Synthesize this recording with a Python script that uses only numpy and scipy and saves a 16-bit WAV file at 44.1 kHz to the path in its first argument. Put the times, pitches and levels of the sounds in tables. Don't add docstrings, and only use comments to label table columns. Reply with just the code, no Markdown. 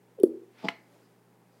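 import sys
import numpy as np
from scipy import signal
from scipy.fft import rfft, irfft
from scipy.io import wavfile
from scipy.ndimage import uniform_filter1d

SR = 44100
rng = np.random.default_rng(int(sys.argv[2]) if len(sys.argv) > 2 else 0)


def dump_mix(stems):
    frames = np.atleast_2d(stems).T
    limited = np.clip(frames, -1, 1)
    pcm = np.round(limited * 32767).astype(np.int16)
    wavfile.write(sys.argv[1], SR, pcm)


N = 70560
T = np.arange(N) / SR

# (time [s], pitch [Hz], level [dB])
GULP_GLIDE = [(.176, 565, -61.5), (.184, 520, -47.5), (.189, 485, -31), (.195, 421, -49.5),
              (0.2, 446, -32.5), (.212, 381, -26.5), (0.222, 373, -37), (.235, 355, -49)]
GULP_ROUGHNESS = 0.1
PLOP_S, PLOP_HZ, PLOP_DB, PLOP_T60_S, PLOP_RISE_S = 0.2343, 364.3, 5.5, 0.034, 0.0028
PLOP_SHARP, PLOP_SETTLE_S = 0.17, 0.003
PLOP_THIRD_DB = -34.5
# (time [s], level [dB])
VALVE_TICKS = [(0.2, -45.5), (0.2341, -31), (.235, -33), (0.24, -47)]
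# (frequency [Hz], level [dB])
TICK_COLOUR = [(600, 0.5), (1200, 1.5), (2200, -17), (3300, -5.5), (6000, -14.5), (8000, -4), (9800, 5),
               (11500, -7.5), (13500, -9), (16000, -13)]
# (frequency [Hz], T60 [s], level [dB])
VALVE_MODES = [(3080, .05, -60), (3350, .03, -65), (3700, .04, -63.5), (5550, .08, -73)]
TICK_DECAY_S, SQUEAK_S = 0.00085, 0.1995
# (time [s], level [dB], pitch [Hz], T60 [s], spray level [dB])
SNAPS = [(0.685, -10, 2058, 0.0086, -38), (0.6874, -18, 2170, 0.0032, -46.5),
         (.688, -14.5, 2700, .004, -29)]
# (frequency [Hz], T60 [s], level [dB])
NOZZLE_MODES = [(719, 0.01, -13), (1034, 0.017, -11.5), (2070, 0.034, -24), (2997, 0.013, -14.5),
                (4150, 0.0068, -20.5), (5570, 0.0061, -21)]
# (frequency [Hz], T60 [s], level [dB])
CUP_MODES = [(1320, 0.097, -63), (1780, 0.22, -57), (1970, 0.17, -63), (2095, 0.32, -54),
             (2185, 0.28, -54.5), (2266, 0.42, -54.5), (2650, 0.14, -54)]
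# (frequency [Hz], level [dB])
SPRAY_COLOUR = [(300, 13.5), (2000, -2), (4200, 8.5), (5800, -3.5), (7000, -12), (11000, -14), (12300, -22),
                (16000, -29)]
SNAP_RISE_S, SPRAY_DECAY_S = 0.0004, 0.0019
# (time [s], level [dB], push length [s])
SPUTTERS = [(.631, -44, 0.00071), (.639, -39.5, 0.0005), (0.6429, -24.5, .0018), (.648, -34, 0.00091),
            (0.654, -26.5, 0.0013), (.6635, -39, 0.00092), (.669, -38, 0.00084), (.6765, -44, .0009),
            (0.687, -31, 0.00075)]
# (frequency [Hz], T60 [s], level [dB])
BOTTLE_MODES = [(206, 0.064, -15.5), (302, 0.028, -1.5), (370, 0.034, -9), (472.3, 0.035, -5.5),
                (677.7, 0.091, -3), (799, 0.066, -4), (847.5, 0.13, -5.5), (1040, 0.036, -14)]
# (frequency [Hz], level [dB])
FIZZ_COLOUR = [(800, 4), (2000, -8.5), (3500, 1.5), (4200, -5), (5000, 4), (6000, -18.5), (7300, -15),
               (9000, -29.5), (16000, -31)]
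FIZZ_S, FIZZ_WIDTH_S, FIZZ_DB = 0.651, 0.006, -46
FIZZ_PER_S = 1500
# (time [s], level [dB])
WHISTLE_LEVEL = [(.63, -81.5), (.652, -53), (.675, -59.5), (.72, -85), (.99, -88), (1.06, -75.5),
                 (1.12, -94), (1.44, -91), (1.59, -79)]
WHISTLE_HZ, WHISTLE_WIDTH_HZ = 4840, 340
# (time [s], level [dB])
HISS_LEVEL = [(.49, -84), (.55, -72.5), (.59, -54.5), (.625, -55.5), (.655, -54.5), (.70, -48.5),
              (.75, -75), (.81, -75)]
# (frequency [Hz], level [dB])
HISS_COLOUR = [(100, -25), (250, 1.5), (700, -4.5), (1400, -4), (2200, -3.5), (3300, -9), (5000, -13.5),
               (7000, -25), (12000, -34.5), (16000, -35)]
HISS_FLICKER_DB, RUSTLE_FLICKER_DB = 1.5, 1.1
# (time [s], level [dB])
RUSTLE_LEVEL = [(0, -77), (.7, -68), (.85, -68.5), (.93, -63), (1.07, -68), (1.17, -70.5), (1.44, -81.5),
                (1.57, -67.5), (1.6, -68.5)]
# (frequency [Hz], level [dB])
RUSTLE_COLOUR = [(100, -5.5), (400, 8.5), (1000, -2.5), (2500, -9.5), (4700, -15), (7000, -16.5),
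                 (10000, -18), (16000, -27)]
# (delay [s], gain [linear])
ECHOES = [(.0078, 0.073), (0.0216, .08), (.031, 0.07)]
# (frequency [Hz], T60 [s], level [dB])
ROOM_MODES = [(243, 0.4, -59), (293, 0.18, -67), (328, 0.44, -66.5), (364.6, .45, -74.5),
              (402.5, 0.44, -79), (467, .35, -72)]
# (centre [Hz], T60 [s], level [dB])
TAIL_BANDS = [(100, .25, -24), (220.1, .28, -18.5), (377, 0.5, -16.5), (916, 0.39, -16.5),
              (2113, 0.37, -16.5), (3030, .2, -15.5), (5030, 0.29, -11.5), (10000, 0.16, -14),
              (16000, 0.24, -10.5)]
TAIL_ONSET_S, ECHO_TOP_HZ = 0.0033, 1106
# (frequency [Hz], level [dB])
HUM = [(120, -55.5), (175, -72), (404, -75.5), (801, -80.5)]
# (frequency [Hz], level [dB])
AIR_COLOUR = [(40, -8), (90, -7.5), (130, -0.5), (180, 4.5), (300, 0), (420, 3), (620, -6.5), (850, -4),
              (1200, -11), (2100, -14.5), (3000, -21), (4500, -24.5), (9000, -24.5), (16000, -25.5)]
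AIR_DB = -64
BASS_CUT_HZ, TOP_HZ = 158, 15900


def undb(db):
    return 10 ** (np.asarray(db) / 20)


def unit(x):
    return x / np.std(x)


def conv(x, h):
    return signal.fftconvolve(x, h)[:N]


def since(s):
    return np.maximum(T - s, 0)


def fade(t, t60):
    return np.exp(-np.log(1000) * t / t60)


def curve(rows):
    s, db = np.array(rows).T
    inside = (T >= s[0]) * (T <= s[-1])
    return undb(np.interp(T, s, db)) * inside


def colour(x, points):
    hz, db = np.array(points).T
    f = np.maximum(np.fft.rfftfreq(N, 1 / SR), 1)
    gain = undb(np.interp(np.log(f), np.log(hz), db))
    return unit(irfft(rfft(x) * gain, N))


def noise(points):
    return colour(rng.standard_normal(N), points)


def burst(points, env):
    return colour(rng.standard_normal(N) * env, points) * np.std(env)


def walk(rate):
    k = int(SR / rate)
    smooth = uniform_filter1d(rng.standard_normal(N), k)
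    return unit(uniform_filter1d(smooth, k))


def ring(modes, s):
    t = since(s)
    return sum(undb(db) * np.sin(2 * np.pi * hz * t) * fade(t, t60) for hz, t60, db in modes)


def gulp():
    s, hz, db = np.array(GULP_GLIDE).T
    pitch = np.interp(T, s, hz) * (T >= s[0])
    phase = 2 * np.pi * np.cumsum(pitch) / SR
    roughness = 1 + GULP_ROUGHNESS * walk(200)
    return np.sin(phase) * curve(np.c_[s, db]) * roughness


def plop():
    t = since(PLOP_S)
    sharp_lead = PLOP_SHARP * PLOP_SETTLE_S * (1 - np.exp(-t / PLOP_SETTLE_S))
    phase = 2 * np.pi * PLOP_HZ * (t + sharp_lead)
    env = (1 - np.exp(-(t / PLOP_RISE_S) ** 2)) * fade(t, PLOP_T60_S)
    body = env * np.sin(phase)
    third = undb(PLOP_THIRD_DB) * env ** 2 * np.sin(3 * phase)
    return -undb(PLOP_DB) * (body + third)


def valve():
    env = sum(undb(db) * (T > s) * np.exp(-since(s) / TICK_DECAY_S) for s, db in VALVE_TICKS)
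    return burst(TICK_COLOUR, env) + ring(VALVE_MODES, SQUEAK_S)


def spit():
    snaps, spray = 0, 0
    for s, db, hz, t60, spray_db in SNAPS:
        rise = 1 - np.exp(-(since(s) / SNAP_RISE_S) ** 2)
        tone = ring([(hz, t60, 0)], s) + ring(NOZZLE_MODES, s)
        snaps = snaps + undb(db) * rise * tone
        spray = spray + undb(spray_db) * (T > s) * np.exp(-since(s) / SPRAY_DECAY_S)
    cup = ring(CUP_MODES, SNAPS[-1][0])
    return burst(SPRAY_COLOUR, spray) - snaps + cup


def sputter():
    push = 0
    for s, db, length in SPUTTERS:
        bump = np.sin(np.pi * np.minimum(since(s) / length, 1)) ** 2
        push = push + undb(db) * bump / bump.sum()
    grains = (rng.random(N) < FIZZ_PER_S / SR) * rng.standard_normal(N)
    swell = np.exp(-0.5 * ((T - FIZZ_S) / FIZZ_WIDTH_S) ** 2)
    fizz = undb(FIZZ_DB) * colour(grains, FIZZ_COLOUR) * swell
    return fizz - conv(push, ring(BOTTLE_MODES, 0))


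def whistle():
    slit = np.exp(-np.pi * WHISTLE_WIDTH_HZ * T) * np.sin(2 * np.pi * WHISTLE_HZ * T)
    return unit(conv(rng.standard_normal(N), slit)) * curve(WHISTLE_LEVEL)


def hiss():
    return noise(HISS_COLOUR) * curve(HISS_LEVEL) * undb(HISS_FLICKER_DB * walk(130))


def rustle():
    return noise(RUSTLE_COLOUR) * curve(RUSTLE_LEVEL) * undb(RUSTLE_FLICKER_DB * walk(30))


def kitchen(x):
    hz, t60, db = np.array(TAIL_BANDS).T
    log_f = np.log(np.maximum(np.fft.rfftfreq(N, 1 / SR), 1))
    white = rfft(rng.standard_normal(N))
    response = ring(ROOM_MODES, 0)
    for share, decay, level in zip(np.eye(len(hz)), t60, db):
        band = irfft(white * np.interp(log_f, np.log(hz), share), N)
        env = fade(T, decay) * (1 - np.exp(-T / TAIL_ONSET_S))
        response += undb(level) * band * env / np.linalg.norm(env)
    dull = signal.sosfilt(signal.butter(2, ECHO_TOP_HZ, fs=SR, output="sos"), x)
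    echoes = sum(gain * np.interp(T - delay, T, dull) for delay, gain in ECHOES)
    return x + conv(x, response) + echoes


def background():
    hum = 0
    for hz, db in HUM:
        phase = 2 * np.pi * hz * T + 0.21 * walk(3)
        hum = hum + undb(db) * np.sqrt(2) * np.sin(phase)
    return hum + undb(AIR_DB) * noise(AIR_COLOUR)


def scene():
    near = gulp() + plop() + valve() + spit() + sputter() + whistle()
    return (kitchen(near) + hiss() + rustle() + background())[None]


def record(dry):
    bass = signal.butter(6, BASS_CUT_HZ, "high", fs=SR, output="sos")
    top = signal.ellip(8, 0.2, 70, TOP_HZ, fs=SR, output="sos")
    return signal.sosfilt(top, signal.sosfilt(bass, dry))


dry = scene()
out = record(dry)
dump_mix(out)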